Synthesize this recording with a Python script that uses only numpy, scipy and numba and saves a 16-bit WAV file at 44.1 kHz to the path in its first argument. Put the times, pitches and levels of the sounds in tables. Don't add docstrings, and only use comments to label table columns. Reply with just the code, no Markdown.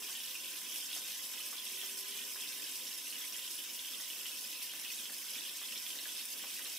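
import sys
import numpy as np
from scipy import signal
from scipy.fft import rfft, irfft, next_fast_len
from scipy.io import wavfile
from scipy.ndimage import uniform_filter1d, map_coordinates
from numba import njit

SR = 44100
rng = np.random.default_rng(int(sys.argv[2]) if len(sys.argv) > 2 else 0)


def digitize_waveform(pressure):
    field = np.atleast_2d(pressure).T
    bounded = np.clip(field, -1, 1)
    quanta = np.round(bounded * 32767).astype(np.int16)
    wavfile.write(sys.argv[1], SR, quanta)


N = 298998


def undb(db):
    return 10 ** (np.asarray(db) / 20)


def level(x, db):
    return x * undb(db) / np.sqrt(np.mean(x ** 2))


def lean_right(x, db):
    return x * undb(np.array([[-db], [db]]) / 2)


def curve(table):
    times, *columns = np.transpose(table)
    return [np.interp(np.arange(N) / SR, times, column) for column in columns]


def band(x, lo_hz, hi_hz):
    return signal.sosfilt(signal.butter(2, [lo_hz, hi_hz], "bandpass", fs=SR, output="sos"), x)


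def colour(x, points, rings=()):
    f = np.maximum(np.fft.rfftfreq(N, 1 / SR), 1)
    hz, db = np.transpose(points)
    total_db = np.interp(np.log(f), np.log(hz), db)
    for hz, width, db in rings:
        total_db += db / (1 + (2 * (f - hz) / width) ** 2)
    return irfft(rfft(x) * undb(total_db), N)


def walk(per_s):
    hold = int(SR / per_s)
    steps = np.repeat(rng.standard_normal(N // hold + 1), hold)
    return 1.37 * uniform_filter1d(uniform_filter1d(steps, hold), hold)[:N]


def flicker(per_s):
    wander = walk(per_s)
    return wander - uniform_filter1d(wander, SR // 5)


def bumps(table):
    t = np.arange(N) / SR
    return sum(db * np.exp(-.5 * ((t - s) / half_s) ** 2) for s, db, half_s in table)


def surges(fall_s, per_s=40):
    when, height = rng.random((int(per_s * N / SR), 2)).T
    kicks = np.bincount((when * N).astype(int), height, N)
    jumps = signal.lfilter([1], [1, -np.exp(-1 / (fall_s * SR))], kicks)
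    jumps = uniform_filter1d(jumps, SR // 300)
    jumps -= uniform_filter1d(jumps, SR // 8)
    return jumps / jumps.std()


def mic_noise(alike_hz, least_apart):
    mid, side = rng.standard_normal((2, N))
    f = np.fft.rfftfreq(N, 1 / SR)
    apart = least_apart + (1 - least_apart) * f ** 2 / (f ** 2 + alike_hz ** 2)
    mid, side = rfft(mid) * np.sqrt(1 - apart / 2), rfft(side) * np.sqrt(apart / 2)
    return irfft(np.array([mid + side, mid - side]), N)


@njit
def ring(start, hz, cycles, rise, size, lag):
    out = np.zeros((2, N + 64))
    for k in range(len(start)):
        step = 2 * np.pi * hz[k] / SR
        fade, swell = np.exp(-hz[k] / (cycles[k] * SR)), np.exp(-3 * hz[k] / SR)
        climb = 1 + rise * hz[k] / (cycles[k] * SR)
        gain, held_back, phase, i = size[k], 1., 0., start[k] + 16
        while gain > size[k] / 100 and i < N + 16:
            pressure = gain * (1 - held_back) * np.sin(phase)
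            out[0, i] += pressure
            out[1, i + lag[k]] += pressure
            phase, step = phase + step, min(step * climb, 3.)
            gain, held_back = gain * fade, held_back * swell
            i += 1
    return out[:, 16:N + 16]


def swarm(per_s, span_hz, cycles, rise, spread_db, cap_db, patch_db, patch_per_s, max_lag):
    when, pitch, strength, length, bearing = rng.random((int(per_s * N / SR), 5)).T
    start = (when * N).astype(np.int64)
    lo_hz, hi_hz = span_hz
    hz = lo_hz * (hi_hz / lo_hz) ** pitch
    patches = np.array([flicker(patch_per_s) for _ in range(6)])
    flare = map_coordinates(patches, [5 * pitch, start], order=1)
    strength_db = np.minimum(-spread_db * np.log(1 - strength), cap_db)
    size = hz * undb(strength_db + patch_db * flare)
    lag = np.round(max_lag * (2 * bearing - 1) ** 3).astype(np.int64)
    return level(ring(start, hz, cycles * (.5 + length), rise, size, lag), 0)


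def lone_bubbles(times, db, hz, cycles, rise):
    start = (times * SR).astype(np.int64)
    return ring(start, hz, np.full(len(start), cycles), rise, undb(db), np.zeros_like(start))


def tub(x):
    # f/Hz, gain/dB
    response = [(410, -64), (700, -10), (898, -16), (1040, -17), (1180, -17.5), (1360, -17.5),
                (1580, -11.5), (1970, -10.5), (3240, -2), (4100, -7.5), (5260, -6.5), (6920, -9),
                (10700, -13), (14200, -11.5), (16000, -17)]
    # f/Hz, width/Hz, gain/dB
    rings = [(2660, 340, 3.5), (3070, 91, 3), (3200, 240, 1), (3710, 390, 2.5), (4660, 360, -4.5),
             (5360, 280, 2.5), (6870, 430, -5), (8650, 210, 1.5), (9360, 150, 3.5), (10000, 330, -3),
             (10560, 360, 6), (11400, 360, 4.5), (14300, 660, 1.5)]
    return level(colour(x, response, rings), 0)


def water():
    # t/s, bubbling level/dB, spray level/dB
    flow = [(0.0, -48.5, -44), (0.38, -49, -45), (1.3, -49, -44.5), (1.56, -50, -45), (1.87, -48, -44),
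            (3.32, -49.5, -44.5), (3.64, -50, -45.5), (4.25, -48.5, -44), (4.53, -49.5, -44.5),
            (4.81, -48, -45.5), (5.04, -49.5, -44.5), (6.04, -49, -45), (6.23, -48.5, -45.5),
            (6.78, -48.5, -43.5)]
    # t/s, rise/dB, half-length/s
    gurgles = [(0.458, 2, 0.02), (0.756, 2.5, 0.012), (0.929, 3.5, 0.027), (1.111, 2, 0.037),
               (1.391, 0.8, 0.028), (1.587, 2.8, 0.032), (2.12, 1.5, 0.045), (2.519, 3, 0.014),
               (3.22, 1.5, 0.05), (3.597, 2, 0.021), (3.795, 3, 0.01), (3.946, 3, 0.0098),
               (4.269, 1.5, 0.024), (4.557, 2, 0.02), (5.34, 2, 0.05), (5.645, 3.5, 0.02),
               (5.748, 2, 0.019), (6.209, 3, 0.028)]
    # t/s, dip/dB, half-length/s
    lulls = [(0.868, -2.5, .02), (1.93, -3.5, 0.027), (2.025, -4.5, 0.03), (2.345, -3, 0.042),
             (3.974, -4.5, .015), (2.8, -2, 0.04), (5.156, -3, 0.06), (5.57, -2, 0.04), (6.313, -4, 0.053)]
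    # t/s, rise/dB, half-length/s
    splashes = [(0.268, 1, 0.037), (0.774, 2.5, 0.051), (0.966, 3.5, 0.023), (1.088, 2, 0.017),
                (1.177, 1.5, 0.076), (1.45, 1, 0.031), (1.76, 3, 0.017), (2.335, 1.5, 0.031),
                (2.768, 1.5, 0.056), (3.225, 1.2, 0.023), (3.522, 2.5, 0.044), (3.752, 4, 0.011),
                (4.012, 1.5, 0.018), (4.929, 2.5, 0.026), (5.33, 1.5, 0.03), (5.72, 3, 0.011),
                (5.891, 2.5, 0.022), (6.129, 4, 0.018), (6.256, 2.5, 0.013), (6.322, 2, 0.014),
                (6.549, 1.9, 0.015)]
    bubbling_db, spray_db = curve(flow)
    surge_db = bumps(gurgles) + bumps(lulls) + 0.55 * surges(fall_s=0.0096)
    spray_db += bumps(splashes) + surges(fall_s=0.018)
    rush = mic_noise(6800, 0.032)
    bubbles = swarm(1400, (895, 4502), cycles=8.2, rise=0.029,
                    spread_db=2.8, cap_db=8, patch_db=0.9, patch_per_s=24, max_lag=5)
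    fizz = swarm(6000, (4326, 16120), cycles=14.7, rise=0.0388,
                 spread_db=2.7, cap_db=9.5, patch_db=0.72, patch_per_s=25, max_lag=3.8)
    droplets = swarm(400, (5100, 12700), cycles=0.95, rise=0.14,
                     spread_db=5.5, cap_db=6.1, patch_db=4.1, patch_per_s=14, max_lag=2.2)
    bubbling = tub(bubbles + level(band(rush, 770, 4400), -6.5))
    spray = tub(fizz + undb(-6.5) * droplets + level(band(rush, 6650, 11500), -10.5))
    deep = signal.sosfiltfilt(signal.butter(3, 2300, fs=SR, output="sos"), bubbling)
    bubbling = undb(0.3 * surge_db) * deep + undb(surge_db) * (bubbling - deep)
    return undb(bubbling_db) * bubbling + undb(spray_db) * spray


def high_hiss():
    return level(band(mic_noise(9000, 0.11), 9600, 16800), -52)


def tone(hz, db, waver_hz):
    gain = np.sqrt(2) * undb(db + 2.1 * walk(9))
    return gain * np.sin(2 * np.pi * np.cumsum(hz + waver_hz * walk(12)) / SR)


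def pump():
    # t/s, f/Hz, level/dB
    whine = [(0, 1032.5, -71), (6.78, 1021, -73.5)]
    return tone(*curve(whine), waver_hz=1.2) + tone(hz=943, db=-78.5, waver_hz=0.17)


def hum():
    # f/Hz, relative level/dB
    spectrum = [(53, -66), (90, -35), (134, -16.5), (223, -2.5), (306, 0), (401, -4), (441, -5), (526, -1),
                (620, -7), (894, -14), (1030, -7.5), (1190, -13.5), (1500, -14), (1950, -44), (3300, -120)]
    # t/s, level/dB
    drift = [(0.0, -66), (0.45, -66), (1.87, -66), (2.44, -64.5), (3.5, -67), (6.78, -65.5)]
    air = level(colour(mic_noise(2300, 0.024), spectrum), 0) * undb(3.4 * flicker(10))
    gulps = swarm(30, (190.4, 380), cycles=6.9, rise=0.005,
                  spread_db=2, cap_db=6, patch_db=1.5, patch_per_s=7.3, max_lag=0)
    return lean_right((air + undb(-9) * gulps) * undb(curve(drift)[0]), db=1.9)


def rumble(top_hz=85):
    low = signal.sosfilt(signal.butter(3, top_hz, fs=SR, output="sos"), mic_noise(3000, 0.38))
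    return level(low, -101) * undb(6.5 * flicker(7))


def far_motor():
    # start t/s, stop t/s, level before the fades/dB
    runs = [(-1.7, 0.04, -46), (1.56, 3.05, -63.5)]
    low_hz, top_hz, spin_up_s = 355, 413, 0.4
    attack_s, droop_db_per_s, release_db_per_s = 0.4, 11, 160
    t, out = np.arange(N) / SR, 0
    for start, stop, db in runs:
        age = np.maximum(t - start, 0)
        hz = top_hz - (top_hz - low_hz) * np.exp(-age / spin_up_s)
        fade_db = droop_db_per_s * age + release_db_per_s * np.maximum(t - stop, 0)
        out += np.minimum(age / attack_s, 1) * tone(hz, db - fade_db, waver_hz=1.6)
    return out


def plops(slap_s=0.012):
    # t/s, level/dB, f/Hz, slap level/dB
    drops = [(0.02, -54, 1040, -56), (0.086, -48, 1060, -54), (0.963, -45, 1860, -50.5),
             (1.338, -41, 1757, -56), (1.527, -47, 1100, -54), (1.831, -45, 1530, -54),
             (2.359, -39, 1704, -55.5), (3.358, -40.5, 1850, -69), (3.392, -43, 2040, -69),
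             (4.0, -41, 1750, -57), (4.737, -41, 1620, -59), (4.855, -46, 1950, -68),
             (5.096, -39.5, 1740, -54), (5.613, -46, 1950, -52), (5.955, -44, 1770, -75),
             (5.99, -41, 1920, -69), (6.056, -35, 1650, -54.5), (6.438, -42, 1065, -49),
             (6.592, -40, 1800, -53)]
    times, db, hz, slap_db = np.transpose(drops)
    blows = np.zeros(N)
    blows[(times * SR).astype(int)] = undb(slap_db)
    fade = signal.lfilter([1], [1, -np.exp(-1 / (slap_s * SR))], blows)
    slap = fade * level(band(rng.standard_normal(N), 600, 2560), 2.2)
    return lone_bubbles(times, db, hz, cycles=3.9, rise=0.036) + slap


def pings(followers=3):
    # t/s, level/dB, f/Hz
    leaders = [(0.123, -31.5, 6470), (0.1522, -30, 3250), (0.2021, -30, 3250), (0.3114, -33, 3250),
               (0.3534, -31.5, 2700), (0.445, -33, 2780), (0.7135, -29.5, 5800), (0.931, -28, 3350),
               (1.408, -33.5, 2870), (1.6647, -33.5, 3120), (1.815, -28.5, 3170), (2.2162, -33.5, 3350),
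               (2.6418, -29.5, 5100), (2.871, -28.5, 5430), (3.0708, -32, 2810), (3.1262, -32, 2850),
               (3.214, -31, 3300), (3.242, -36, 2150), (3.325, -27, 5540), (3.3442, -32, 3140),
               (3.4774, -33, 3070), (3.59, -30.5, 3030), (3.792, -29.5, 3370), (3.8486, -31.5, 3190),
               (3.884, -32.5, 3200), (3.946, -34.5, 3080), (4.012, -29.5, 6400), (4.1019, -28, 3110),
               (4.258, -29.5, 3010), (4.3814, -34.5, 4250), (4.6198, -34.5, 2740), (4.849, -32.5, 2820),
               (4.9213, -31, 5560), (5.0556, -30, 3230), (5.2831, -32, 3050), (5.315, -32, 5300),
               (5.335, -31, 5200), (5.3555, -33, 2440), (5.362, -32, 5300), (5.3829, -31, 3310),
               (5.4518, -31, 3140), (5.4947, -31, 3270), (5.6368, -33, 3300), (5.6862, -31, 3030),
               (5.723, -32, 2850), (5.7576, -29, 3250), (5.7766, -30.5, 5170), (5.8653, -29, 3250),
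               (5.905, -29.5, 3190), (5.9877, -30.5, 3770), (6.055, -36.5, 3590), (6.2113, -33.5, 3560),
               (6.655, -33.5, 3690)]
    times, db, hz = np.transpose(leaders)
    delay, drop, detune = rng.random((len(times), 3 * followers)).T.reshape(3, followers, -1)
    trail_times = (times + .002 + .008 * delay).ravel()
    trail_db = (db - 10 - 6 * drop).ravel()
    trail_hz = (hz * (.9 + 0.238 * detune)).ravel()
    trail = lone_bubbles(trail_times, trail_db, trail_hz, cycles=8.3, rise=0.019)
    return lone_bubbles(times, db, hz, cycles=4.7, rise=0.017) + trail


def ticks():
    # t/s, level/dB, f/Hz
    droplets = [(0.7502, -30, 10500), (0.9428, -32, 11500), (0.9657, -29, 9470), (1.0794, -34, 7340),
                (1.4047, -30, 10500), (1.4636, -28, 8510), (1.8971, -28, 8800), (1.943, -31, 8710),
                (2.7162, -29, 7850), (2.7571, -29, 8750), (3.556, -25, 10400), (4.4109, -29, 10500),
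                (4.7985, -29, 8280), (6.2546, -25, 9200), (6.3144, -30, 10400), (6.3274, -29, 11700)]
    return lone_bubbles(*np.transpose(droplets), cycles=5.5, rise=0.03)


def garage(x, spots=12, t60_s=0.14, echo_db=-3):
    t = np.arange(SR // 4) / SR
    share = undb(16.7 * np.array([walk(40) for _ in range(spots)]))
    share /= np.sqrt(np.sum(share ** 2, 0))
    air = mic_noise(2700, 0.073)
    decay = np.exp(-np.log(1000) * t / t60_s) * (t > .002)
    size, echo = next_fast_len(N + len(t)), 0
    for k, part in enumerate(share * x.mean(0)):
        tail = air[:, k * len(t):(k + 1) * len(t)] * decay
        tail /= np.sqrt(np.sum(tail ** 2) / 2)
        echo += rfft(part, size) * rfft(tail, size)
    return (x + undb(echo_db) * irfft(echo, size)[:, :N]) / np.sqrt(1 + undb(2 * echo_db))


def scene():
    wet = garage(water() + high_hiss() + plops() + pings() + ticks())
    wet = signal.sosfilt(signal.butter(4, 217, "highpass", fs=SR, output="sos"), wet)
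    return lean_right(wet + pump() + far_motor() + hum(), db=1.5) + rumble()


def record(dry):
    return signal.sosfilt(signal.ellip(12, .2, 70, 15620, fs=SR, output="sos"), dry)


dry = scene()
out = record(dry)
digitize_waveform(out)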